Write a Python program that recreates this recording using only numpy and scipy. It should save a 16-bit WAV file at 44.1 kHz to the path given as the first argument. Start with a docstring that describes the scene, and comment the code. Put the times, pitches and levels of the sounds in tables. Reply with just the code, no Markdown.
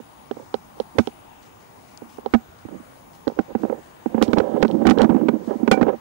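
"""Walking on a damp dirt trail with a small hand-held camera; left and right microphones.
From the start: banded noise of traffic, leaves and hiss, pulsed noise bands of insects, a thin whine at the right.
Knocks set the housing beside the right microphone ringing at once; ticks, gritty steps and rubbing soon join.
Hard blows ring the whole body and thud at the left; near 2 s a twig snaps at the left.
Handling then grows dense and overloads the right; near 5.7 s a finger taps beside the left microphone."""
import sys
import numpy as np
from scipy import signal
from scipy.io import wavfile
from scipy.ndimage import uniform_filter1d

SR = 44100
rng = np.random.default_rng(int(sys.argv[2]) if len(sys.argv) > 2 else 0)


def master(y):
    """Save y as 16-bit WAV."""
    cut = np.clip(np.atleast_2d(y).T, -1, 1)
    pcm = np.round(cut * 32767)  # scale
    wavfile.write(sys.argv[1], SR, pcm.astype(np.int16))


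def attenuation_scalar(level_db):
    """Turn a level in dB into a linear amplitude multiplier (20 dB per decade)."""
    decades = np.asarray(level_db, float) / 20
    return 10 ** decades


N = 264952


def rms_one(x):
    """Scale to unit rms."""
    return x / np.sqrt(np.mean(x ** 2) + 1e-20)


def at_hz(points, hz):
    """Read a spectrum on a log-frequency axis."""
    points_hz, values = np.transpose(points)
    return np.interp(np.log(hz), np.log(points_hz), values)


def band_pass(x, low_hz, high_hz):
    """Second-order Butterworth band-pass."""
    return signal.sosfilt(signal.butter(2, [low_hz, high_hz], "band", fs=SR, output="sos"), x)


def low_pass(x, hz):
    """Second-order Butterworth low-pass."""
    return signal.sosfilt(signal.butter(2, hz, fs=SR, output="sos"), x)


def drift(rate_hz):
    """Slow random wander of spread 1: two-pole smoothed noise, computed every 40 samples."""
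    r = np.exp(-80 * np.pi * rate_hz / SR)
    noise = rng.standard_normal(N // 40 + 2002)
    slow = signal.lfilter([1], [1, -2 * r, r * r], noise)[2000:]   # settled part only
    return np.interp(np.arange(N) / 40, np.arange(len(slow)), rms_one(slow))


def ring(clicks, hz, t60_s):
    """Damped resonator: a unit click sets a sine of height 1 ringing."""
    r, w = attenuation_scalar(-60 / (t60_s * SR)), 2 * np.pi * hz / SR
    return signal.lfilter([0, np.sin(w)], [1, -2 * r * np.cos(w), r * r], clicks + 1e-18)


def strike(modes, times_s, db, contact_ms):
    """Each blow pushes for a moment and strikes every mode a little differently; db is blows x modes."""
    at = np.clip(np.round(np.asarray(times_s) * SR).astype(int), 0, N - 1)
    strength = attenuation_scalar(db + 2.5 * rng.standard_normal((len(at), len(modes))))
    out = np.zeros(N)
    for k, (hz, level_db, t60_s) in enumerate(modes):
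        clicks = np.zeros(N)
        clicks[at] = attenuation_scalar(level_db) * strength[:, k] * (-1) ** k   # neighbouring modes start opposed
        out += ring(clicks, hz, t60_s)
    r = np.exp(-1000 / (contact_ms * SR))
    return signal.lfilter([(1 - r) ** 2], [1, -2 * r, r * r], out)


def grains(per_s, spread_db):
    """Random clicks with a long tail of big ones, unit rms."""
    sizes = attenuation_scalar(spread_db * np.minimum(rng.exponential(1, N), 5)) * rng.choice([-1, 1], N)
    return rms_one(sizes * (rng.random(N) < per_s / SR))


# Far traffic, leaves and circuit hiss at each microphone. Each row: frequency in Hz, level in dB per Hz.
AIR_LEFT = [(50, -84), (100, -80), (180, -78.5), (300, -82.5), (480, -81.5), (650, -78), (870, -73.5),
            (1150, -80.5), (1500, -88), (2000, -89.5), (3000, -92.5), (5000, -98.5), (8200, -102),
            (14000, -106)]
AIR_RIGHT = [(50, -82), (100, -75), (180, -76), (300, -77), (480, -84), (650, -88), (870, -85.5),
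             (1150, -89.5), (1650, -86), (1950, -104), (3000, -101), (4200, -106), (8200, -105),
             (14000, -106)]
# Left-right likeness of the air. Each row: frequency in Hz, correlation from -1 to 1.
LIKENESS = [(60, 1), (180, 0.33), (550, -0.36), (1650, -0.21), (4970, -0.003), (15000, 0.33)]


def forest_air():
    """Third-octave bands of noise, each with its own level, slight flicker and left-right likeness."""
    out, together = 0, drift(1.0)
    edges_hz = 30 * 2 ** np.arange(0, 9.2, 1 / 3)
    white = rng.standard_normal((2, 2, N))
    for k, (low_hz, high_hz) in enumerate(zip(edges_hz, edges_hz[1:])):
        one, other = band_pass(white[k % 2], low_hz, high_hz)
        hz = np.sqrt(low_hz * high_hz)
        alike = np.clip(at_hz(LIKENESS, hz), -1, 1)
        pair = np.array([one, alike * one + np.sqrt(1 - alike ** 2) * other])
        gain = attenuation_scalar([[at_hz(AIR_LEFT, hz)], [at_hz(AIR_RIGHT, hz)]])
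        flicker_db = 0.15 * together + 1.8 * drift(2.1)
        out = out + gain * attenuation_scalar(flicker_db) * pair
    return out * attenuation_scalar(0.76) * np.sqrt(SR / 2)   # trim for band overlap; white noise of 0 dB per Hz


def buzz(hz, width_hz, pulse_hz, depth):
    """Noise in a narrow band around a moving pitch, pulsed by the tymbal; unit rms."""
    slow = low_pass(rng.standard_normal((2, N)), width_hz / 2)
    turn = 2 * np.pi * np.cumsum(hz) / SR
    carried = slow[0] * np.cos(turn) + slow[1] * np.sin(turn)
    pulse_turn = 2 * np.pi * np.cumsum(pulse_hz * (1 + 0.034 * drift(1.2))) / SR
    return rms_one(carried * (1 + depth * np.sin(pulse_turn)))


# Cicada phrases. Each row: start in seconds, end in seconds, reference level in dB for both bands.
CICADA = [(-.7, .28, -59.5), (.36, 1.215, -59.5), (1.29, 2.215, -59.5), (2.4, 3.245, -60.5),
          (3.38, 4.3, -65), (4.6, 5.33, -67)]
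CICADA_LOW_HZ, CICADA_HIGH_HZ = 9550, 9980
CICADA_HIGH_JOINS = .42   # share of a phrase


def insects():
    """A cicada in swelling two-band phrases over the steady trill of another insect, both off to the left."""
    t, low, high = np.arange(N) / SR, np.zeros(N), np.zeros(N)
    for start_s, end_s, db in CICADA:
        phase = (t - start_s) / (end_s - start_s)
        singing = (phase > 0) & (phase < 1)
        low += singing * attenuation_scalar(db - 13.5 + 4.8 * np.clip(phase / 0.31, 0, 1))
        high += singing * attenuation_scalar(db - 6) * np.clip((phase - CICADA_HIGH_JOINS) / .08, 0, 1)
    cicada = uniform_filter1d(low, size=400) * buzz(np.full(N, CICADA_LOW_HZ), 330, 88, 0.44)
    cicada += uniform_filter1d(high, size=400) * buzz(np.full(N, CICADA_HIGH_HZ), 260, 88, 0.69)
    trill = attenuation_scalar(-69.5 + 1.8 * drift(25)) * buzz(np.full(N, 6620.), 250, 30, 0.2)
    return (cicada + trill) * attenuation_scalar([[0], [-14]])


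# Electrical whine. Each row: frequency in Hz, peak level in dB.
WHINE = [(15703.5, -58), (15644, -71)]


def whine():
    """Steady sines from the electronics, right channel only."""
    t = np.arange(N) / SR
    right = sum(attenuation_scalar(db) * np.sin(2 * np.pi * hz * t) for hz, db in WHINE)
    return np.array([np.zeros(N), right])


def stiff_mount(x):
    """The housing passes little below its lowest mode."""
    return signal.sosfilt(signal.butter(3, 150, "high", fs=SR, output="sos"), x)


# Knocks on the housing. Each row: time in seconds, drive of low modes in dB, drive of upper modes in dB.
KNOCKS = [(0.0, -28, -25), (0.311, -21, -7), (0.368, -27, -21.5), (0.398, -27, -29), (0.541, -18, -1.5),
          (0.8, -17, -7), (0.984, 3.5, 12), (0.991, 6, 3.5), (1.073, -16.5, -10), (2.019, -26, -24.5),
          (2.184, -23.5, -18), (2.26, -21, -5.5), (2.337, 11.5, 10), (2.345, 3.5, 3.5), (2.651, -19, -29),
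          (2.686, -22, -23), (2.799, -24.5, -39), (3.27, -3, -9.5), (3.277, -10.5, -4), (3.298, -36, -15.5),
          (3.317, -29, -22.5), (3.389, 1, 2), (3.55, -5.5, -4.5), (3.634, -6.5, -7), (3.651, -31, -11),
          (3.698, -14, -6.5), (3.726, -32, -11.5), (3.744, -35, -20), (4.059, -2.5, -8),
          (4.144, -0.5, -7.5), (4.179, -9, -3), (4.214, 7.5, -4.5), (4.224, -7, 4.5), (4.281, 0.5, -17),
          (4.331, 6, 5.5), (4.37, -41, -2), (4.382, -5, 2), (4.4, -24, 2), (4.54, -3.5, -17),
          (4.626, 8.5, 10.5), (4.649, 0, 0), (4.7, -18, -11), (4.853, -1, 1.5), (4.868, 16, 12),
          (4.889, 8.5, 6), (4.908, 11, 6.5), (4.975, -5.5, -1.5), (5.017, 7, -2), (5.04, 10, -25),
          (5.092, 4.5, -32), (5.126, -19, -11), (5.144, 1.5, -18), (5.159, -1, -13.5), (5.174, -8, -12.5),
          (5.213, -4, -12), (5.285, 4.5, 7.5), (5.474, -8, -28), (5.508, -17, -11), (5.554, -6.5, -33),
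          (5.629, -0.5, -20.5), (5.677, 3.5, 4.5), (5.713, 15, 18), (5.741, -5, -3.5), (5.774, -5, -5),
          (5.811, 10.5, -3.5), (5.827, -1, 5), (5.867, 0, -5), (5.881, -26, -5.5), (5.933, -24.5, -19)]
# Housing wall beside the right microphone. Each row: mode in Hz, level in dB, t60 when knocked in seconds.
HOUSING = [(195, -12.5, 0.059), (229.2, -3, 0.07), (319.3, -3, 0.042), (408.5, -4.5, 0.035),
           (512.7, 0.5, 0.025), (567, -2.5, 0.014), (783, -8, 0.035), (972, -9, 0.013), (1293, -0.5, 0.044),
           (1660, 5, 0.0083), (2120, -1.5, 0.0089), (2730, -11, 0.036)]
UPPER_FROM_HZ, BRIGHT_FROM_HZ = 400, 1100
BRIGHT_BELOW_UPPER_DB = 24   # bright modes follow the upper ones
# Low thumps under some of the knocks. Each row: time in seconds, drive in dB.
THUMPS = [(0.984, 3.5), (2.34, -7.5), (2.652, -25), (3.387, -17.5), (3.55, -22), (4.145, -21), (4.217, -11),
          (4.282, -16), (4.332, -12), (4.401, -19), (4.539, -24), (4.629, -27), (4.858, -25), (4.889, -21),
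          (4.974, -23), (5.019, -19), (5.288, -20.5), (5.715, -19), (5.813, -21), (5.883, -34)]
# Low thump modes, a dull boom. Each row: frequency in Hz, level in dB, t60 in seconds.
THUMP_MODES = [(82, -2, 0.06), (118, -3, .05)]


def knocks():
    """Blows ring the near wall in three groups of modes; some have a low thump under them."""
    s, low_db, upper_db = np.transpose(KNOCKS)[:, :, None]
    s, modes = s[:, 0], np.array(HOUSING)
    low, bright = modes[:, 0] < UPPER_FROM_HZ, modes[:, 0] > BRIGHT_FROM_HZ
    wall = strike(modes[low], s, low_db, contact_ms=0.24)
    wall += strike(modes[~low & ~bright], s, upper_db, contact_ms=0.081)
    wall += strike(modes[bright], s, upper_db - BRIGHT_BELOW_UPPER_DB, contact_ms=0.073)
    thumps = np.array(THUMPS)
    boom = strike(THUMP_MODES, thumps[:, 0], thumps[:, 1:], contact_ms=0.11)
    return np.array([np.zeros(N), stiff_mount(wall) + boom])


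# Sharp ticks of plastic and twigs. Each row: time in seconds, left drive in dB, right drive in dB.
TICKS = [(0.312, -37, -25), (0.541, -27, -14), (0.8, -27, -14.5), (0.986, -34, 0), (1.072, -29, -18.5),
         (2.26, -37, -23.5), (2.34, -42, -5), (3.278, -26, -15.5), (4.224, -8.5, 5.5), (4.279, -33, -20.5),
         (4.332, -29, -7.5), (4.384, -22, -7.5), (4.619, -30, -22), (4.68, -50, -20.5), (4.712, -39, -19.5),
         (4.861, -29, -16), (4.897, -14, 5.5), (4.985, -32, -12), (5.017, -18, -2), (5.03, -25, -24),
         (5.714, -18, 11)]
# Ring of a tick inside the housing and through the air. Each row: mode in Hz, level in dB, t60 in seconds.
TICK_INSIDE = [(3095, -5, 0.0065), (4160, -6.5, 0.0051), (4730, -19.5, 0.0019), (5000, -41.5, 0.0019),
               (5410, -16.5, 0.0054), (8700, -58.5, 0.0039)]
TICK_IN_AIR = [(3300, -9, .007), (4200, -6, .007), (5400, -11, .005), (7200, -17, .004), (11500, -26, .003)]


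def ticks():
    """Bright cracks, by air at the left and housing at the right, with a second snap and a gritty tail."""
    s, left_db, right_db = np.transpose(TICKS)
    s = np.r_[s, s + rng.uniform(.002, .007, len(s))] + .0008
    left_db, right_db = (np.r_[db, db - 16][:, None] for db in (left_db, right_db))   # second snap is weaker
    left = strike(TICK_IN_AIR, s + 0.00034, left_db, contact_ms=0.0031)
    right = strike(TICK_INSIDE, s, right_db, contact_ms=0.0072)
    cracks = np.array([left, right])
    r = attenuation_scalar(-60 / (.09 * SR))   # tail t60 0.09 s
    fading = signal.lfilter([1 - r], [1, -r], np.abs(cracks))
    grit = band_pass(rng.standard_normal((2, N)), 1800, 6500)
    return cracks + attenuation_scalar(3.0) * fading * grit


# Soles on grit. Each row: start in seconds, length in seconds, drive in dB.
STEPS = [(.33, .3, -62), (.76, .12, -59), (1.04, .08, -56), (1.42, .1, -56), (1.6, .06, -60),
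         (1.88, .1, -58), (2.09, .14, -54), (2.3, .16, -61), (2.58, .08, -59), (3.13, .06, -55),
         (3.4, .1, -60), (3.58, .16, -58), (3.82, .14, -60), (4.3, .15, -57), (4.64, .1, -57),
         (4.85, .12, -59), (5.44, .16, -57)]


def steps():
    """Each sole presses grit into damp dirt: a swell of tiny crackles, stronger at the left."""
    t, press = np.arange(N) / SR, np.zeros(N)
    for start_s, length_s, db in STEPS:
        phase = np.clip((t - start_s) / length_s, 0, 1)
        press += attenuation_scalar(db) * np.sin(np.pi * phase ** 0.38)
    grit = rms_one(band_pass(grains(2500, 3.5), 1800, 7500))
    return press * grit * attenuation_scalar([[0], [-16]])


# Fingers sliding on the housing. Each row: start in seconds, length in seconds, drive of low modes in dB,
# drive of upper modes in dB.
STROKES = [(0.354, 0.092, -57, -44.5), (0.74, 0.06, -42, -45), (0.931, 0.064, -33, -42),
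           (2.221, 0.062, -40.5, -43), (2.012, 0.042, -32, -64), (2.688, .1, -29.5, -40.5),
           (3.358, 0.063, -24, -26.5), (3.477, 0.06, -24, -29), (3.574, 0.094, -23, -34),
           (3.641, 0.12, -32.5, -30.5), (3.741, 0.081, -43, -40.5), (4.08, 0.096, -31, -37),
           (4.142, 0.1, -22.5, -22.5), (4.231, 0.11, -23, -23.5), (4.353, 0.05, -6.5, -9),
           (4.389, 0.17, -24.5, -22.5), (4.532, 0.057, -21, -16.5), (4.58, 0.069, -15, -23),
           (4.652, 0.075, -19, -30.5), (4.701, 0.1, -13, -28.5), (4.772, 0.17, -12, -25.5),
           (4.912, 0.18, -18, -26.5), (4.971, 0.091, -18.5, -12), (5.05, 0.083, -18.5, -28),
           (5.089, 0.14, -16.5, -27.5), (5.2, 0.099, -15, -33.5), (5.295, 0.083, -16, -29.5),
           (5.372, 0.1, -27, -38), (5.471, 0.086, -29, -20.5), (5.552, 0.026, -34, -23),
           (5.567, 0.33, -27.5, -34), (5.74, 0.083, -24, -26.5), (5.832, 0.043, -16, -22),
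           (5.862, .055, -22, -10), (5.916, 0.042, -15.5, -17.5)]
STROKE_RISE_S, STROKE_FALL_S = 0.028, 0.027
RUB_RING = 1.6   # factor on t60: a light sliding touch damps the wall less than a gripping knock
RUB_BRIGHT_DB = -18.7   # bright modes relative to upper drive
SKIN_HISS_HZ, SKIN_HISS_DB = 3000, -36.5


def rubbing():
    """Skin slips in uneven clumps, keeps the wall modes ringing and hisses faintly in a narrow band."""
    t, low, upper = np.arange(N) / SR, np.zeros(N), np.zeros(N)
    for start_s, length_s, low_db, upper_db in STROKES:
        rise, fall = (t - start_s) / STROKE_RISE_S, (start_s + length_s - t) / STROKE_FALL_S
        touch = np.clip(np.minimum(rise, fall), 0, 1)
        low += attenuation_scalar(low_db) * touch
        upper += attenuation_scalar(upper_db) * touch
    clumps = attenuation_scalar(2.5 * drift(25))
    wall = np.zeros(N)
    for hz, level_db, t60_s in HOUSING:
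        drive = upper if hz > UPPER_FROM_HZ else low
        if hz > BRIGHT_FROM_HZ:
            drive = drive * attenuation_scalar(RUB_BRIGHT_DB)
        push = drive * clumps * grains(2500, 3.5)
        rub_t60_s = RUB_RING * t60_s
        wall += attenuation_scalar(level_db) * ring(push, hz, rub_t60_s) / np.sqrt(rub_t60_s * SR / 14)   # long rings gather power
    near = stiff_mount(low_pass(wall, 900))   # soft skin drives high modes less
    hiss = rms_one(ring(grains(3000, 2.5), SKIN_HISS_HZ, t60_s=0.0053))
    near += attenuation_scalar(SKIN_HISS_DB) * upper * clumps * hiss
    return np.array([attenuation_scalar(-31) * low_pass(near, 300), near])


# Whole body at the right microphone, the same shake at the left, and a finger tap beside the left.
# Each row: mode in Hz, level in dB, t60 in seconds.
BODY_NEAR = [(765, 2, .17), (1470, -1, .12), (1530, -6, .07), (2330, -8, .13)]
FAR_SIDE = [(95, -7, .13), (190, -2, .08), (340, -1, .055), (560, -4, .04), (1400, -9, .015)]
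TAP_RING = [(1100, -4, .03), (1450, -3, .035), (3100, -14, .02), (6500, -20, .006), (10800, -11, .006),
            (14000, -14, .005)]
HARD_BLOW_DB = -4.8   # upper-mode drive above which a knock shakes the whole body
BODY_BELOW_UPPER_DB, THUD_BELOW_UPPER_DB = 43, 35
TAP_S, TAP_DB, BODY_FROM_TAP_DB = 5.7146, -3, -7


def shakes():
    """Hard blows ring the body at the right and thud at the left; one tap lands beside the left microphone."""
    s, _, upper_db = np.transpose(KNOCKS)
    hard_db = np.where(upper_db > HARD_BLOW_DB, upper_db, -99)[:, None]
    far = strike(FAR_SIDE, s, hard_db - THUD_BELOW_UPPER_DB, contact_ms=.08)
    far += strike(TAP_RING, [TAP_S], TAP_DB, contact_ms=.03)
    near = strike(BODY_NEAR, s, hard_db - BODY_BELOW_UPPER_DB, contact_ms=.03)
    near += strike(BODY_NEAR, [TAP_S], BODY_FROM_TAP_DB, contact_ms=.03)
    return np.array([far, near])


# Snapping twig. 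Each row: mode in Hz, level in dB, t60 in seconds.
TWIG_RING = [(4830, 0, 0.005), (5500, -3, 0.0075), (6450, -1, 0.0055), (8500, -8, .004), (12000, -20, .003)]
TWIG_S, TWIG_DB = 1.975, -29


def twig():
    """One dry, bright snap through the air, off to the left."""
    return strike(TWIG_RING, [TWIG_S], TWIG_DB, contact_ms=0.0078) * attenuation_scalar([[0], [-30]])


TOP_HZ = 15780


def scene():
    """Everything that reaches the two microphones; air, insects and steps end steeply at TOP_HZ."""
    distant = forest_air() + insects() + steps()
    distant = signal.sosfilt(signal.ellip(10, .5, 60, TOP_HZ, fs=SR, output="sos"), distant)
    return distant + knocks() + ticks() + rubbing() + shakes() + twig()


def roll_off(x):
    """The treble ends steeply here."""
    return signal.sosfilt(signal.butter(12, 16830, fs=SR, output="sos"), x)


OVERLOAD, KNEE = .495, 12   # ceiling of the input, sharpness of its corner


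def record(dry):
    """The input overloads with flat tops; the electronics add their whine after it."""
    overloaded = dry / (1 + np.abs(dry / OVERLOAD) ** KNEE) ** (1 / KNEE)
    mix = overloaded + whine()
    return roll_off(mix)


dry = scene()
out = record(dry)
master(out)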